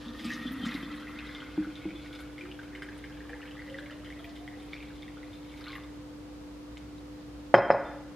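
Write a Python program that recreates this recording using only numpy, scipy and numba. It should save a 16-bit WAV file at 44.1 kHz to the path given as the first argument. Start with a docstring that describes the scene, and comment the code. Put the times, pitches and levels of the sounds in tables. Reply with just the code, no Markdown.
"""A kitchen, heard by a camera microphone two metres off: a fridge hums throughout, as pitched lines over hiss.
Coffee runs from a glass jug into a narrow-necked carafe; noise excites its air modes, which mostly climb.
Decaying tones make the glugging air pockets, plinking bubbles and drops; bursts of noise make the slaps.
The pour stops, faint ticks follow, then the jug is set on stone and rocks once, ringing its modes.
Echoes surround the near sounds, and the camera's gain control ducks after loud peaks such as the knocks."""
import sys
import numpy as np
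from scipy import signal
from scipy.fft import rfft, irfft
from scipy.io import wavfile
from scipy.ndimage import uniform_filter1d
from numba import njit

SR = 44100
rng = np.random.default_rng(int(sys.argv[2]) if len(sys.argv) > 2 else 0)


def dump_mix(stems):
    """Bounce the given channels to the path in sys.argv[1] as a 16-bit WAV at rate SR."""
    frames = np.atleast_2d(stems).T  # one column per channel
    limited = np.clip(frames, -1, 1)  # hard clip at full scale
    pcm = np.round(limited * 32767).astype(np.int16)
    wavfile.write(sys.argv[1], SR, pcm)


N = 359415


def undb(db):
    """Amplitude gain of a level in dB."""
    return 10 ** (np.asarray(db) / 20)


def level(x, db):
    """Scale a signal to an rms level in dB."""
    return x * undb(db) / np.sqrt(np.mean(x ** 2))


def along(table, x):
    """Interpolate the later columns of a table at positions x in its first."""
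    at, *columns = np.transpose(table)
    return [np.interp(x, at, c) for c in columns]


def colour(x, points):
    """Filter by points (frequency [Hz], gain [dB]) joined on a log-frequency axis."""
    hz, db = np.transpose(points)
    f = np.maximum(np.fft.rfftfreq(N, 1 / SR), 1)
    return irfft(rfft(x) * undb(np.interp(np.log(f), np.log(hz), db)), N)


@njit
def svf(x, hz, width):
    """State-variable band-pass with a moving centre, where its gain is 1."""
    y, b, l = np.empty(len(x)), 0., 0.
    for i in range(len(x)):
        g, k = np.tan(np.pi * hz[i] / SR), width / hz[i]
        v = (b + g * (x[i] - l)) / (1 + g * (g + k))
        b, l, y[i] = 2 * v - b, l + 2 * g * v, k * v
    return y


def band(x, hz, width):
    """The same band-pass with a fixed centre."""
    return svf(x, np.full(N, float(hz)), float(width))


@njit
def follow(x, attack, release):
    """Peak follower that moves by a share of the difference each sample."""
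    e, out = 0., np.empty(len(x))
    for i in range(len(x)):
        e += (x[i] - e) * (attack if x[i] > e else release)
        out[i] = e
    return out


def add(out, s, db, hz, t60, glide=0., rise=0.0012, soft=1):
    """Add one decaying tone at s [s]; glide raises its pitch, soft rounds its onset."""
    start, t60 = int(s * SR), max(t60, .0005)
    t = np.arange(min(int(t60 * SR), N - start)) / SR
    onset = (1 - np.exp(-t / rise)) ** soft
    shape = np.exp(-np.log(1000) * t / t60) * onset
    tone = np.sin(2 * np.pi * hz * t * (1 + glide * t / t60))
    out[start:start + len(t)] += undb(db) * shape / shape.max() * tone


def walk(rate):
    """Random values drawn rate times a second and joined by ramps; spread near 1."""
    k = int(SR / rate)
    return uniform_filter1d(np.repeat(rng.standard_normal(N // k + 1), k), k)[:N]


def highpass(x, hz):
    """Second-order high-pass."""
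    return signal.sosfilt(signal.butter(2, hz, "high", fs=SR, output="sos"), x)


def delay(x, s):
    """Shift later by s seconds."""
    return np.pad(x, (int(s * SR), 0))[:N]


# fridge lines: (frequency [Hz], rms level [dB])
FRIDGE_LINES = [(59.2, -55.5), (296.5, -46.5), (507, -60.5)]
# colour of the room hiss: (frequency [Hz], relative level [dB])
HISS_COLOUR = [(15, -29), (25, -21), (60, -2.5), (80, -12.5), (105, -5), (215, -11.5), (297, -11.5),
               (349, -13.5), (509, -13.5), (567, -18), (1170, -22), (1570, -26), (4870, -34.5),
               (10400, -44.5), (15500, -50.5)]
# width of the hiss: (frequency [Hz], side minus mid [dB])
HISS_WIDTH = [(60, -20), (110, -15), (200, -3.5), (380, -2), (700, -3.5), (1290, -2.5), (2380, -3.5),
              (4400, 1.5), (8120, -1.5), (15000, 3.5)]
HISS_DB = -58  # rms of the mid hiss above about 600 Hz


def kitchen():
    """Fridge lines waver a little in pitch and level over a steady wide hiss; mid and side."""
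    t = np.arange(N) / SR
    mid, side = (colour(rng.standard_normal(N), HISS_COLOUR) for _ in range(2))
    scale = undb(HISS_DB) / np.std(colour(mid, [(550, -80), (600, 0)]))
    mid, side = mid * scale, colour(side, HISS_WIDTH) * scale
    for hz, db in FRIDGE_LINES:
        drift = np.cumsum(walk(14)) / SR  # cycles
        wavering = np.sqrt(2) * undb(db + 0.38 * walk(10))
        mid = mid + wavering * np.sin(2 * np.pi * (hz * t + drift))
    return mid, side


# air above the coffee: (time [s], neck resonance [Hz], first and second lengthwise modes [Hz])
AIR_MODES = [(0, 250, 1230, 1780), (.8, 219, 1324, 1938), (1.6, 265, 1430, 2120), (2.47, 360, 1476, 2350),
             (2.9, 382, 1570, 2270), (3.35, 480, 1670, 2390), (3.75, 532, 1630, 3050),
             (3.92, 601, 1750, 3080), (4.5, 725, 2140, 3560), (5.2, 896, 2210, 3600), (6, 1184, 2200, 3640)]
# crosswise resonances: (frequency [Hz], width [Hz], relative level [dB])
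CROSS_MODES = [(2390, 270, -9.5), (2543, 53, -6), (3176, 120, -5.5), (3440, 72, -1.5), (4640, 100, -28)]
# the stream: (time [s], splash level [dB], share in loose bubbles [0-1])
STREAM = [(0.0, -55, 0.8), (0.17, -57.5, 0.07), (0.39, -51, 0.14), (0.88, -51, 0.48), (1.84, -59, 0.28),
          (2.02, -59, 0.2), (2.44, -70.5, 0.9), (2.93, -55.5, 1), (3.08, -64.5, 0.8), (3.76, -60, 1),
          (4.31, -75, 0.96), (4.77, -61.5, 0.7), (5.0, -71, 0.8), (5.51, -62.5, 0.57), (5.71, -58.5, 0.8),
          (5.86, -81, 0.6), (6.05, -69, 0.9)]
PIPE_WIDTHS, PIPE_LEVELS = (60, 75), (11, 10)  # lengthwise modes [Hz], [dB]
HEAVE = .009  # spread of their pitch wander as the surface heaves [share]


def stream():
    """Uneven splashing drives the carafe's air modes; loose bubbles, gurgle and spray join in."""
    t = np.arange(N) / SR
    splash_db, loose = along(STREAM, t)
    loose = np.clip(loose, 0, 1)
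    neck, *pipes = along(AIR_MODES, t)
    churn = rng.standard_normal(N) * undb(4 * walk(150) + 1.5 * walk(18))
    body = 0
    for hz, width, db in zip(pipes, PIPE_WIDTHS, PIPE_LEVELS):
        heaving = svf(churn, hz * (1 + HEAVE * walk(15)), float(width))
        body = body + undb(db + 1.3 * walk(45)) * heaving
    body = body * undb(-2.2 * t)  # building foam damps the lengthwise modes
    for hz, width, db in CROSS_MODES:
        body = body + undb(db + 8.3 * walk(22.23)) * band(churn, hz, width)
    body = level(band(body, 2200, 2300), 0.63)
    bunched = level(swarm(pipes) * undb(3 * walk(12)), 0.11)  # bubbles come in bunches
    splash = undb(splash_db) * (np.sqrt(1 - loose) * body + np.sqrt(loose) * bunched)
    return (splash + droplets()) * (t < STREAM[-1][0]) + gurgle(neck)


SWARM_COUNT, SWARM_SPREAD = 500 * 6, 0.107  # bubbles over the pour; pitch scatter [share]


def swarm(pipes):
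    """Many small bubbles gather near the air modes and two fixed pitches; few are large."""
    out = np.zeros(N)
    for when, which, off, size in rng.random((SWARM_COUNT, 4)):
        s, group = when * STREAM[-1][0], int(which * 4)
        centre = (*(p[int(s * SR)] for p in pipes), 3500., 1300.)[group]
        hz = centre * np.exp(SWARM_SPREAD * np.log(off / (1 - off)))
        db = -3 * np.log(size) - 1.5 * group
        add(out, s, db, np.clip(hz, 500, 7000), 16. / hz, glide=.15)
    return out


# gurgle in the neck: (time [s], level before a 7.5 dB cut [dB])
GURGLE = [(0, -45), (.35, -42.5), (.65, -45.5), (1.1, -46.5), (2.36, -56), (2.47, -50), (2.58, -71),
          (2.78, -48.5), (2.95, -53), (3.15, -70), (3.33, -49.5), (3.6, -54), (3.72, -44), (3.84, -55),
          (3.92, -51), (4.02, -59), (4.3, -54), (4.55, -54), (4.9, -69), (5.6, -77), (5.72, -48),
          (5.95, -76)]


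def gurgle(neck):
    """Fluttering noise passes twice through the narrow, moving neck resonance."""
    t = np.arange(N) / SR
    flutter = rng.standard_normal(N) * undb(1.2 * walk(20))
    ringing = level(svf(svf(flutter, neck, 40.), neck, 30.), -7.5)
    return undb(along(GURGLE, t)[0]) * ringing * (t < GURGLE[-1][0])


# fine droplets: (time [s], relative level [dB], finest drops' offset from it [dB])
DROPLETS = [(0, -43, -29), (.12, -51, -25), (.18, -42.5, -25), (.34, -41, -25), (.4, -45.5, -22),
            (.63, -58, -10), (.66, -39, -26), (.76, -43, -21), (.84, -56.5, -14), (1.35, -51, -24),
            (1.5, -54.5, -21), (2.21, -52, -23), (2.28, -61.5, -16), (4.66, -62, -14), (4.73, -54, -24),
            (4.9, -65, -24), (5.76, -69, -1), (5.9, -78, -8)]


def droplets():
    """Tiny drops hiss in four noise bands, one for each size, that flicker independently."""
    db, fine_db = along(DROPLETS, np.arange(N) / SR)
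    bands = []
    for hz in (3320, 4870, 9900, 11800):
        grit = rng.standard_normal(N) * undb(2.5 * walk(200) + 2.5 * walk(14))
        bands.append(level(band(band(grit, hz, .5 * hz), hz, .5 * hz), 0))
    coarse = undb(-13.0) * bands[0] + undb(-22.5) * bands[1]
    fine = undb(fine_db - 7.0) * (bands[2] + bands[3])
    return undb(db) * (coarse + fine)


PLOP_COUNT, PLOP_DB, PLOP_SCATTER = 160 * 6, -52.5, 0.082  # number, loudest level, pitch scatter [share]


def plops():
    """Middling bubbles burst at random, each near a lengthwise mode or a crosswise one."""
    out, end = np.zeros(N), PLINKS[-1][0]
    for when, which, off, size in rng.random((PLOP_COUNT, 4)):
        s = when * end
        centre = (*along(AIR_MODES, s)[1:], CROSS_MODES[2][0])[int(which * 3)]
        hz = centre * (1 + PLOP_SCATTER * (4 * off - 2))
        add(out, s, PLOP_DB - 20. * size, hz, PLINK_CYCLES / hz, glide=0.013)
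    return out


def cupboard(near):
    """An early echo off the cupboard doors, without its bass."""
    return undb(-5) * highpass(delay(near, .0076), 900)


def far_wall(sent):
    """One clear, dull echo through a band around 570 Hz."""
    return undb(-9) * band(delay(sent, .043), 570, 240)


# decay of the room: (band centre [Hz], t60 [s])
ROOM_DECAY = [(150, 0.6), (500, 0.55), (1500, 0.7), (4000, 0.11), (10000, 1)]
# colour of the tail's side: (frequency [Hz], gain [dB])
ROOM_SIDE_COLOUR = [(150, -5), (500, -4.5), (1200, 6.5), (3000, -3), (8000, 15)]
ROOM_DB, ROOM_SIDE_DB = -12.5, -19.5  # tail gain; the side's further gain before its colour


def room(x):
    """Tiled walls: a noise tail dies band by band over at most a second; mid and side."""
    t = np.arange(N) / SR
    onset = 1 - np.exp(-(t / 0.00015) ** 2)
    tails = []
    for _ in range(2):
        tail = 0
        for hz, t60 in ROOM_DECAY:
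            decay = np.exp(-np.log(1000) * t / t60)
            tail = tail + band(rng.standard_normal(N), hz, 0.75 * hz) * decay
        tail = colour(tail * onset, [(100, 12.5), (1000, 8.0), (4000, 8.5), (12000, -7.5)])
        tail = tail[:SR] / np.sqrt(np.sum(tail ** 2))
        tails.append(signal.fftconvolve(x, tail)[:N])
    side = undb(ROOM_DB + ROOM_SIDE_DB) * colour(tails[1], ROOM_SIDE_COLOUR)
    return undb(ROOM_DB) * tails[0], side


# air pockets that burst: (time [s], peak level [dB], starting pitch [Hz], t60 [s])
AIR_POCKETS = [(0.061, -40, 234, 0.29), (0.202, -41.5, 313.6, 0.99), (0.249, -32.5, 232, 0.19),
               (0.335, -37, 238, 0.16), (0.454, -30, 252, 0.16), (0.509, -34.5, 265.3, 0.65),
               (0.6, -33, 257, 0.15), (0.636, -29.5, 246.6, 0.066), (0.662, -30, 239.5, 0.14),
               (0.748, -28.5, 270, 0.066), (0.83, -30.5, 280, 0.065), (0.913, -39.5, 294.3, 0.51),
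               (1.577, -21.5, 304, 0.17), (1.668, -36.5, 310.7, 0.19), (1.854, -26, 308, 0.082),
               (1.905, -39, 311, 0.064), (1.942, -41.5, 325, 0.2), (2.43, -46, 355, .45),
               (2.48, -46, 363, .3), (3.315, -53, 486, .25), (3.7, -45.5, 536, 0.27),
               (3.91, -52, 603, 0.089)]


def glugs():
    """Big air pockets burst with a short deep note, a slap and a thud."""
    out = np.zeros(N)
    for s, db, hz, t60 in AIR_POCKETS:
        add(out, s, db, hz, t60, glide=0.021, rise=0.0044)
        add(out, s, db - 14.5, 2.56 * hz, .008)  # the slap of the closing cavity
        add(out, s, db - 11, 200, .07, rise=0.0011)  # the coffee heaves
    return out


# the clearest single bubbles: (time [s], peak level [dB], starting pitch [Hz])
PLINKS = [(.0832, -39, 3630), (.193, -40, 3300), (.2448, -39, 3380), (0.247, -42, 1310),
          (0.3039, -27.5, 1840), (0.311, -37, 1830), (.322, -34, 1860), (.365, -41, 1260), (.72, -36, 2020),
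          (.76, -35, 2050), (.3277, -38, 3800), (0.6488, -35.5, 1314), (0.6546, -51, 3270),
          (0.6658, -35, 1970), (.6908, -32, 2020), (0.7126, -36, 3600), (0.743, -36, 3830),
          (1.042, -46, 1380), (1.07, -38, 2010), (1.163, -44, 2060), (1.187, -41, 3620), (1.27, -41, 3750),
          (1.291, -37, 2100), (1.1888, -36.5, 2460), (1.1905, -40, 2780), (1.2635, -42, 2110),
          (1.3492, -34, 3420), (1.4036, -39, 3100), (1.4196, -38, 1410), (1.6463, -37.5, 1420),
          (1.7547, -41.5, 3750), (1.8894, -40, 2240), (1.9061, -38, 2250), (2.1101, -45, 1410),
          (2.129, -41, 3320), (2.205, -40, 1460), (2.381, -37, 2150), (2.41, -36, 2330), (2.452, -47, 1790),
          (2.456, -44, 1300), (2.5147, -37.5, 2910), (2.528, -54, 2880), (2.775, -46, 1550),
          (3.105, -47, 1610), (3.17, -49, 1680), (2.591, -37.5, 1530), (2.6324, -45, 1480),
          (2.06, -44, 2000), (2.751, -36.5, 2050), (2.822, -36.5, 2030), (2.821, -34.5, 1560),
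          (2.888, -36.5, 1720), (3.0396, -39.5, 2100), (3.042, -41, 1690), (3.354, -46, 865),
          (3.913, -45, 1335), (3.205, -40.5, 1740), (3.294, -36.5, 1750), (3.298, -43, 790),
          (3.332, -33.5, 1740), (3.406, -43, 1360), (3.4292, -41, 1780), (3.4558, -44, 2250),
          (3.699, -43, 3070), (4.036, -46.5, 1310), (3.511, -41, 2920), (3.569, -42.5, 1890),
          (3.5929, -37, 1980), (3.6783, -42, 1890), (3.7437, -35, 1940), (3.7842, -41, 3460),
          (3.7868, -33.5, 1630), (3.8596, -40, 2160), (3.898, -41, 1780), (3.9083, -41, 3000),
          (4.06, -43, 3020), (4.103, -39.5, 1950), (4.1245, -39.5, 2170), (4.2447, -40, 2350),
          (4.243, -46, 1930), (4.194, -47, 1340), (4.071, -47, 2000), (4.477, -46, 3160),
          (4.2426, -43, 3200), (4.4778, -35.5, 1980), (4.732, -46, 3620), (4.733, -30.5, 2230),
          (4.742, -53, 2160), (4.732, -51, 1330), (4.781, -47, 3100), (4.8268, -39, 2320),
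          (5.023, -40, 3520), (5.03, -42, 2170), (5.0807, -42.5, 1990), (5.1708, -43, 1370),
          (5.2305, -41.5, 2060), (5.3319, -45, 3560), (5.54, -44, 2180), (5.612, -46, 1320),
          (5.659, -44, 1980), (5.666, -41, 2200), (5.672, -43, 3440), (5.667, -40, 1380), (5.67, -42, 2840),
          (5.676, -42, 1400), (5.69, -51, 1290), (5.696, -47, 2340), (5.72, -44, 3800),
          (5.762, -40.5, 1780), (5.775, -48, 1700), (5.68, -47, 1230), (5.7039, -40, 2200),
          (5.73, -34.5, 2080), (5.7535, -38, 1930), (5.757, -43, 1140), (5.753, -41, 2770),
          (5.782, -43, 1120), (5.788, -52, 1110), (5.837, -53, 1220)]
PLINK_CYCLES, SNAP_CYCLES = 24, 7  # cycles until 60 dB down
TRAIL, TRAIL_S, TRAIL_DB, TRAIL_SCATTER = 8, .07, -10, 0.14  # bubbles, span, loudest offset, pitch scatter


def bubbles():
    """Bubbles snap off, ring briefly and rise towards the surface; each drags weaker ones behind it."""
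    out = np.zeros(N)
    for (s, db, hz), trail in zip(PLINKS, rng.random((len(PLINKS), TRAIL, 3))):
        add(out, s, db, hz, PLINK_CYCLES / hz, glide=0.042)
        add(out, s, db - 6, 1.27 * hz, SNAP_CYCLES / hz, rise=0.00011)  # pinching off
        for late, off, size in trail:
            small_s = s + .002 + TRAIL_S * late ** 2
            small_hz = hz * np.exp(TRAIL_SCATTER * (2 * off - 1))
            add(out, small_s, db + TRAIL_DB - 16.0 * size, small_hz, PLINK_CYCLES / small_hz, glide=0.1)
    return out


# slaps on the surface: (time [s], relative level [dB], finest spray's offset [dB], t60 [s])
SLAPS = [(0.193, -34, -17, 0.12), (0.2446, -33.5, -10, 0.2), (0.3027, -44, -17, 0.1),
         (0.317, -36, -15, 0.12), (0.334, -42, -17, 0.12), (0.6537, -29, -14, 0.087),
         (0.6914, -48, -14, 0.1), (0.7404, -30, -25, 0.098), (0.9985, -39, -11, 0.092),
         (1.191, -48, -25, 0.065), (1.2535, -41, -19, 0.22), (1.347, -44, -23, 0.084),
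         (1.4042, -48, -22, 0.092), (1.7549, -43, -21, 0.07), (1.8494, -64, -9, 0.085),
         (2.048, -41, -21, 0.077), (2.1281, -38.5, -18, 0.14), (2.15, -39.5, -17, 0.078),
         (2.1897, -38.5, -17, 0.17), (2.383, -42, -17, 0.15), (2.408, -43, -17, 0.13),
         (2.4498, -46, -20, 0.11), (2.5137, -50, -19, 0.091), (2.5955, -44, -22, 0.091),
         (2.63, -37, -26, 0.072), (2.7513, -40, -20, 0.16), (2.822, -38, -14, 0.08),
         (2.8873, -49, -14, 0.1), (3.041, -40, -18, 0.094), (3.2944, -43.5, -12, 0.11),
         (3.454, -39, -20, 0.07), (3.5104, -48, -18, 0.1), (3.5924, -51, -14, 0.1), (3.678, -51, -14, 0.09),
         (3.698, -46, -9, 0.08), (3.7434, -48, -14, 0.086), (3.785, -42, -18, 0.088),
         (3.9095, -40, -19, 0.1), (4.0467, -39.5, -19, 0.12), (4.101, -42.5, -14, 0.1),
         (4.1904, -45, -18, 0.075), (4.2438, -46, -19, 0.087), (4.2911, -48, -14, 0.1),
         (4.3545, -39.5, -20, 0.18), (4.4767, -45, -16, 0.091), (4.5989, -44, -14, 0.11),
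         (4.731, -40.5, -22, 0.066), (4.8259, -45, -14, 0.092), (4.9536, -42, -16, 0.081),
         (5.023, -44, -17, 0.079), (5.1704, -58, -14, 0.092), (5.333, -44, -23, 0.13),
         (5.5154, -44, -21, 0.1), (5.573, -41, -20, 0.11), (5.6106, -47, -14, 0.078),
         (5.659, -49, -14, 0.073), (5.7039, -50, -14, 0.1), (5.7194, -42, -14, 0.091),
         (5.7533, -44, -14, 0.091), (5.8366, -43, -19, 0.1)]
# where the carafe answers a slap: (frequency [Hz], width [Hz], relative level [dB])
SLAP_BANDS = [(2160, 120, 2), (3060, 160, 1), (3670, 320, 1), (5000, 160, -5)]
SLAP_DB, SLAP_PIPE_DB, SLAP_WIDTH_HZ = -16, 5, 120  # gain of all slaps; lengthwise modes' level, width


def slaps():
    """The stream slaps the surface: a sudden crackle through several air modes that dies fast."""
    t = np.arange(N) / SR
    body, fine = np.zeros(N), np.zeros(N)
    for s, db, fine_db, t60 in SLAPS:
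        i = int(s * SR)
        fade = undb(db + SLAP_DB - 60 * t[:SR // 2] / max(t60, .02))
        body[i:i + SR // 2] += fade
        fine[i:i + SR // 2] += fade * undb(fine_db)

    def grit():
        return rng.standard_normal(N) * undb(3 * walk(300))

    rings = 0
    for hz, width, db in SLAP_BANDS:
        rings = rings + undb(db + 2.9 * walk(24.92)) * level(band(grit(), hz, width), 0)
    for hz in along(AIR_MODES, t)[1:]:
        rings = rings + level(svf(grit(), hz, float(SLAP_WIDTH_HZ)), SLAP_PIPE_DB)
    spray = level(band(band(grit(), 8000, 7800), 8000, 7800), 0)
    return body * rings / 2 + fine * spray


# drops and faint ticks: (time [s], level before the grains' cut [dB], pitch [Hz], spatter length [s])
DROPS = [(.2, -47, 6400, 0.022), (0.243, -34.5, 4770, 0.018), (0.251, -39, 8500, 0.021),
         (.298, -38, 5630, 0.037), (0.334, -33.5, 5240, 0.025), (.5207, -38, 12200, 0.017),
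         (.6594, -38, 6370, 0.017), (.9527, -48, 9320, 0.022), (2.205, -44, 10100, 0.016),
         (2.83, -49, 8850, 0.018), (2.9746, -48, 9050, 0.017), (3.795, -52, 8110, .015),
         (4.2403, -47, 13500, .02), (4.292, -44, 4800, 0.016), (4.6254, -50, 9490, .015),
         (4.737, -43, 4740, 0.028), (5.7528, -46, 12500, .03), (6.77, -43, 2100, 0.0032),
         (6.771, -39.5, 3400, 0.0038), (6.778, -45, 7300, 0.0015), (6.982, -50, 3900, 0.0035),
         (7.221, -50, 3970, .003), (7.245, -58, 4500, .003), (7.465, -51, 3500, 0.0027)]
SPATTER, SPATTER_DB, TICK_CYCLES = 10, -9, 20  # grains per drop, their cut, cycles until 60 dB down


def ticks():
    """Each drop breaks into tiny tones of scattered pitch, crowded towards its start."""
    out = np.zeros(N)
    for (s, db, hz, lasts), grains in zip(DROPS, rng.random((len(DROPS), SPATTER, 2))):
        for late, off in grains:
            grain_hz = hz * np.exp(0.3 * (off - .5))
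            add(out, s + lasts * late ** 2, db + SPATTER_DB, grain_hz, TICK_CYCLES / hz, rise=.0001)
    return out


# jug on stone: (time [s], blow level [dB], contact [s], extra for modes under 500 Hz [dB],
# over 1200 Hz [dB], lowest glass modes [dB], higher glass modes [dB], share of the glass's t60)
KNOCKS = [(7.5408, -1, 0.0012, 0, -1, 2, 0, 1), (7.7022, -6.5, 0.0014, -5, -4, -11, 7, .33)]
# jug and counter: (frequency [Hz], level relative to the blow [dB], t60 [s])
JUG_MODES = [(113, -25.5, 0.22), (371, -15, 0.11), (554, -13, 0.2), (586, -4.5, 0.022), (679, 6, 0.0069),
             (833, -18, 0.07), (1072, -16, 0.12), (1380, 0.5, 0.0078), (1417, -16, 0.092),
             (1664, -3.5, 0.026), (2005, -1.5, 0.0093), (2440, -5, 0.0072)]
# glass, split modes of alternating sign: (frequency [Hz], relative level [dB], t60 [s])
GLASS_MODES = [(3150, -16, .045), (3160, -39, .36), (3165, -41, .36), (5142, -29, .22), (5174, -31, .2),
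               (5158, -50, 1.0), (6891, -46, .1)]
RING_RISE_S = .008  # the higher glass modes take up the blow slowly
HOLLOW_HZ, HOLLOW_WIDTH_HZ, HOLLOW_SHARE = 440, 70, .75  # neighbouring counter modes cancel here


def jug():
    """Each contact is a short push into the modes; a longer push dulls the high ones."""
    out, opposed = np.zeros(N), np.zeros(N)
    for s, db, contact, low_db, high_db, *ring_db, lasts in KNOCKS:
        def blow(hz):
            return db - 10 * np.log10(1 + (hz * contact) ** 2)

        for hz, mode_db, t60 in JUG_MODES:
            extra_db = low_db * (hz < 500) + high_db * (hz > 1200)
            add(out, s, blow(hz) + mode_db + extra_db, hz, t60, rise=contact, soft=2.35)
        for k, (hz, mode_db, t60) in enumerate(GLASS_MODES):
            higher = int(hz > 4000)
            mode_db = blow(hz) + mode_db + ring_db[higher]
            rise = RING_RISE_S * higher + contact
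            add((out, opposed)[k % 2], s, mode_db, hz, t60 * lasts, rise=rise, soft=2)
    add(out, 7.842, -61, 3550, .38, rise=0.0041, soft=1.7)  # a thin late tone
    after = np.arange(N) / SR > KNOCKS[0][0] + .01
    roughness = undb(2.5 * walk(70) * after)  # the unsteady base roughens the ringing
    out = (out - opposed) * roughness + clatter()
    return out - HOLLOW_SHARE * band(out, HOLLOW_HZ, HOLLOW_WIDTH_HZ)


# base on stone: (frequency [Hz], width [Hz], level relative to the blow [dB], t60 [s])
CLATTER = [(690, 370, -16.5, .1), (1770, 410, -45.5, .1), (3950, 3400, -47, 0.27)]


def clatter():
    """The base chatters on the stone: rough noise swells just after each contact and dies quickly."""
    t, out = np.arange(N) / SR, 0
    for hz, width, db, t60 in CLATTER:
        rough = rng.standard_normal(N) * undb(4 * walk(120))
        rattle = level(band(band(rough, hz, width), hz, width), db)
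        for s, blow_db, contact, *_ in KNOCKS:
            since = np.maximum(t - s, 0)
            swell = (1 - np.exp(-since / contact)) ** 2
            out = out + band(rattle * undb(blow_db - 60 * since / t60) * swell, hz, width)
    return out


GLUG_SEND_DB = -13  # gain of the glugs' send to the room and far wall [dB]; they sound drier
CUPBOARD_SIDE_DB = -16  # the cupboard echo comes from a little to the left: side minus mid


def scene():
    """Near sources in the middle, their echoes and the kitchen around them; left and right."""
    deep = glugs()
    near = stream() + plops() + deep + bubbles() + slaps() + ticks() + jug()
    near = highpass(near, 120)  # small things radiate no deep bass
    near = near + undb(0.6) * band(near, 215, 34)  # standing wave of the kitchen
    early = cupboard(near)
    near = near + early
    sent = near - (1 - undb(GLUG_SEND_DB)) * deep
    mid, side = np.array(room(sent)) + np.array(kitchen())
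    mid = near + far_wall(sent) + mid
    side = side + undb(CUPBOARD_SIDE_DB) * early
    return np.array([mid + side, mid - side])


TOP_HZ = 15400  # upper limit of the camera's sound


def record(dry):
    """The camera ducks after loud peaks and recovers, rounds the loudest tips and cuts the top."""
    attack, release = 1 / (0.005 * SR), 1 / (.1 * SR)
    peak = follow(np.abs(dry).max(axis=0), attack, release)
    gain = np.minimum(1, (undb(-24) / (peak + 1e-9)) ** 0.24)
    rounded = 1.15 * np.tanh(dry * gain / 1.15)
    return signal.sosfilt(signal.ellip(10, .2, 80, TOP_HZ, fs=SR, output="sos"), rounded)


dry = scene()
out = record(dry)
dump_mix(out)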